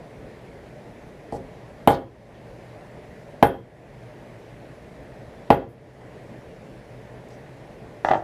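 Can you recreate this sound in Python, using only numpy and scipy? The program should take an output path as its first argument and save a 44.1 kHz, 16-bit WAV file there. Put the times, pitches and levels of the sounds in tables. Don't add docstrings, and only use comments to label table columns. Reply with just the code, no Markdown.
import sys
import numpy as np
from scipy import signal
from scipy.fft import rfft, irfft, next_fast_len
from scipy.io import wavfile
from scipy.ndimage import uniform_filter1d

SR = 44100
rng = np.random.default_rng(int(sys.argv[2]) if len(sys.argv) > 2 else 0)


def boost_factor(decibels):
    exponent = np.asarray(decibels, float) / 20
    return 10 ** exponent


def materialize(psi):
    bounded = np.clip(np.atleast_2d(psi).T, -1, 1)
    quanta = np.round(bounded * 32767).astype(np.int16)
    wavfile.write(sys.argv[1], SR, quanta)


N = 363075


def along(points, hz):
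    f, v = np.transpose(points)
    return np.interp(np.log(hz + 1), np.log(f + 1), v)


def unit(x):
    return x / np.sqrt(np.mean(x ** 2) + 1e-20)


def filtered(x, response):
    m = next_fast_len(len(x) + SR // 2)
    return irfft(rfft(x, m) * response(np.fft.rfftfreq(m, 1 / SR)), m)[:len(x)]


def noise_shaped(x, curve):
    return unit(filtered(x, lambda f: boost_factor(along(curve, f))))


def resonance(f, hz, width):
    return 1j * f * width / (hz * hz - f * f + 1j * f * width)


def add(track, s, sound):
    part = track[round(s * SR):][:len(sound)]
    part += sound[:len(part)]


# f/Hz, level/dB per Hz
RATTLE_CURVE = [(500, -41), (1000, -10.5), (1500, 8.5), (2200, -0.5), (3200, -2.5), (4300, -14),
                (6000, -26.5), (8000, -33.5), (14000, -44)]


def knocks(events, body, rattle_t60):
    force, rattle = np.zeros(N), np.zeros(N)
    t = np.arange(SR // 4) / SR
    for s, db, contact_ms, rattle_db, *_ in events:
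        u = t[:SR // 100] * 1000 / contact_ms
        pulse = u ** 4 * np.exp(-u) / (24 * contact_ms)
        add(force, s, boost_factor(db) * pulse)
        dense = noise_shaped(rng.standard_normal(len(t)), RATTLE_CURVE)
        onset = 1 - np.exp(-t / 0.001)
        add(rattle, s, boost_factor(rattle_db - 60 * t / rattle_t60) * onset * dense)

    def modes(f):
        total = 0
        for hz, width, db, side in body:
            total = total + side * boost_factor(db) * resonance(f, hz, width) * 1000 / (2 * np.pi * width)
        return total

    return rattle + filtered(force, modes)


# f/Hz, level/dB, t60/s
HEAD_PARTIALS = [(3230, 0, .36), (7680, -24, .14)]


def head(events):
    ring, t = np.zeros(N), np.arange(SR // 2) / SR
    for s, *_, ring_db in events:
        drift = 0.075 * np.cumsum(rng.standard_normal(len(t)))
        for hz, db, t60 in HEAD_PARTIALS:
            add(ring, s, boost_factor(ring_db + db - 60 * t / t60) * np.sin(2 * np.pi * hz * t + drift))
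    return ring


# t/s, knock level/dB, contact/ms, rattle level/dB, head ring level/dB
HAMMER_BLOWS = [
    (1.3244, -15.5, .13, -52, -67),
    (1.875, 3.5, 0.061, -19.5, -38),
    (1.9049, -2.5, 0.03, -32, -51),
    (3.4272, 4.5, 0.056, -17.5, -35.5),
    (5.5039, 5, 0.066, -17.5, -41),
]
# f/Hz, width/Hz, ring level/dB, side of the nodal line/+-1
SLAB_MODES = [(64, 32, -21, 1), (112, 30, -17, -1), (205, 90, -12, 1), (265, 40, -9, 1), (330, 13, -22, 1),
              (387, 26, -14, -1), (460, 30, -11, 1), (535, 26, -11, -1), (625, 30, -15, 1),
              (692, 40, -5.5, 1), (805, 52, -2.5, 1), (870, 60, -7, -1), (945, 32, -12, 1),
              (1035, 50, -17, -1), (1100, 60, -18, 1), (1240, 130, -19, -1), (1670, 250, -18, 1),
              (2200, 400, -17, -1), (3180, 450, -17, 1), (4170, 500, -21, -1)]


def blows():
    lead_s, lead_db, lead_ms = 0.00146, -13.5, 0.15
    leads = [(s - lead_s, db + lead_db, lead_ms, rattle_db + lead_db)
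             for s, db, _, rattle_db, _ in HAMMER_BLOWS]
    return knocks(list(HAMMER_BLOWS) + leads, SLAB_MODES, rattle_t60=0.11) + head(HAMMER_BLOWS)


# t/s, level/dB, centre f/Hz
CRYSTAL_BREAKS = [(1.3237, -41, 7900), (1.3239, -45.5, 5000), (1.8746, -15, 12600), (1.8748, -22, 8600),
                  (1.9052, -21.5, 3730), (2.3437, -48, 3030), (3.4266, -24.5, 11900), (3.4278, -48, 7800),
                  (5.5032, -27, 12700), (5.5043, -41, 5600), (5.6901, -48, 11000), (7.2869, -49, 6500),
                  (7.305, -47, 5500), (7.35, -62, 13000)]


def cracks(events):
    faint_db, faint_t60_s, t60_s_per_db = -49, 0.007, 0.9
    out, t = np.zeros(N), np.arange(SR // 20) / SR
    for s, db, hz in events:
        t60 = faint_t60_s + t60_s_per_db * max(db - faint_db, 0)
        snap, crumble = boost_factor(-60 * t / 0.002), boost_factor(-15 - 60 * t / t60)
        burst = (snap + crumble) * rng.standard_normal(len(t))
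        burst = filtered(burst, lambda f: resonance(f, hz, 0.5 * hz) ** 2)
        add(out, s, boost_factor(db) * burst / np.abs(burst).max())
    return out


# t/s, knock level/dB, contact/ms
ROCKING_CONTACTS = [
    (8.0477, -7, 0.033),
    (8.0863, -8.5, 0.036),
    (8.1072, -1, 0.14),
    (8.1126, -5.5, 0.035),
    (8.115, -4, 0.092),
    (8.1231, -7, 0.093),
    (8.1346, -7, 0.046),
    (8.1443, -8.5, 0.052),
    (8.153, -3.5, .096),
    (8.176, -33, .07),
]
# f/Hz, width/Hz, ring level/dB, side of the nodal line/+-1
TABLE_MODES = [(68, 36, -27, 1), (140, 60, -21, -1), (352, 45, -19, 1), (470, 60, -18, 1),
               (565, 88, -7, -1), (760, 190, 5, 1), (974, 100, -8, -1), (1150, 110, -16, 1),
               (1410, 170, -9, -1), (1710, 160, -6, 1), (2030, 220, -10, -1), (3300, 450, -15, 1),
               (4300, 600, -21, -1)]
# f/Hz, level/dB
EDGE_TICK = [(5500, -3.5), (8800, -16)]


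def laid_down():
    shake_db, shake_loss, tick_db, tick_loss = -15.5, 150, -23.5, 250
    tick_lag_s = 0.00027
    rocks, ticks = [], []
    for s, db, ms in ROCKING_CONTACTS:
        rocks.append((s, db, ms, db + shake_db - shake_loss * ms))
        for hz, level in EDGE_TICK:
            ticks.append((s + tick_lag_s, db + tick_db - tick_loss * ms + level, hz))
    return knocks(rocks, TABLE_MODES, rattle_t60=0.045) + cracks(ticks)


# delay t/s, level/dB
WALL_ECHOES = [(.0072, -16), (.0091, -6), (.0126, -15), (.0173, -18), (.0197, -18), (.0220, -7),
               (.0273, -17), (.031, -17)]
# f/Hz, t60/s
ROOM_DECAY = [(60, 0.5), (160, 0.36), (400, 0.37), (800, 0.24), (1200, 0.31), (2900, 0.27), (6000, 0.38),
              (12000, 0.29)]
# f/Hz, level/dB
TAIL_CURVE = [(40, -6), (80, 2), (260, -8.5), (350, 0), (800, -6), (1250, -4.5), (4200, -9.5),
              (12000, -2.5)]


def room(x, walls_db, wet_db):
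    hz, t, z = signal.stft(rng.standard_normal(SR // 2), SR, nperseg=1024)
    t60 = along(ROOM_DECAY, hz)[:, None]
    build_up = np.clip((np.arange(SR // 2) / SR - 0.003) / 0.012, 0, 1)
    decay = boost_factor(along(TAIL_CURVE, hz)[:, None] - 60 * t / t60)
    decay = decay / np.sqrt(SR * t60 / 20)
    tail = signal.istft(z * decay, SR, nperseg=1024)[1][:SR // 2]
    answer = boost_factor(wet_db) * build_up * tail
    answer[0] += 1
    for delay, db in WALL_ECHOES:
        answer[round(delay * SR)] += boost_factor(db + walls_db)
    return signal.fftconvolve(x, answer)[:N]


# f/Hz, level/dB per Hz
AIR_CURVE = [(15, -43), (30, -12.5), (60, -5), (95, -11.5), (150, -4), (270, -8.5), (600, -7.5),
             (1000, -19), (1300, -25), (1900, -20), (3000, -31.5), (6500, -41), (10700, -47),
             (15000, -53.5)]
# f/Hz, width/Hz, level/dB
HOUSING = [(122, 23, -50.5), (436.3, 32, -57), (597, 45, -58), (10460, 820, -81.5)]


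def fan():
    z = signal.stft(rng.standard_normal(N), nperseg=512)[2]
    field = uniform_filter1d(rng.standard_normal(z.shape), 6, 0)
    field = uniform_filter1d(field, 12, 1)
    patchy = signal.istft(z * boost_factor(1.19 * unit(field)), nperseg=512)[1][:N]
    air = boost_factor(-44) * noise_shaped(patchy, AIR_CURVE)
    for hz, width, db in HOUSING:
        air += boost_factor(db) * unit(filtered(rng.standard_normal(N), lambda f: resonance(f, hz, width) ** 2))
    return air


def scene():
    struck = room(blows(), walls_db=-3.5, wet_db=5.0)
    snaps = room(cracks(CRYSTAL_BREAKS), walls_db=-4.5, wet_db=-11.0)
    laid = room(laid_down(), walls_db=-9, wet_db=-1)
    return (struck + snaps + laid + fan())[None]


def low_pass(x):
    return signal.sosfilt(signal.butter(12, 16470, fs=SR, output="sos"), x)


def record(dry):
    threshold_db, duck_per_db, climb_db_per_s, top_hz = -18.0, 0.91, 21, 15250

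    def smooth(v, s):
        return signal.lfilter([1 / (s * SR)], [1, 1 / (s * SR) - 1], v)

    climb_db = climb_db_per_s * np.arange(N) / SR
    level_db = 10 * np.log10(smooth(dry[0] ** 2, 0.012) + 1e-12)
    over_db = duck_per_db * np.maximum(level_db - threshold_db, 0)
    duck_db = np.maximum.accumulate(over_db + climb_db) - climb_db
    x = dry[0] * boost_factor(-smooth(duck_db, 0.015))
    x = filtered(x, lambda f: 1 / (1 + 1j * (f / top_hz) ** 90))[None]
    x = x / (1 + np.abs(x) ** 12) ** (1 / 12)
    return low_pass(x)


dry = scene()
out = record(dry)
materialize(out)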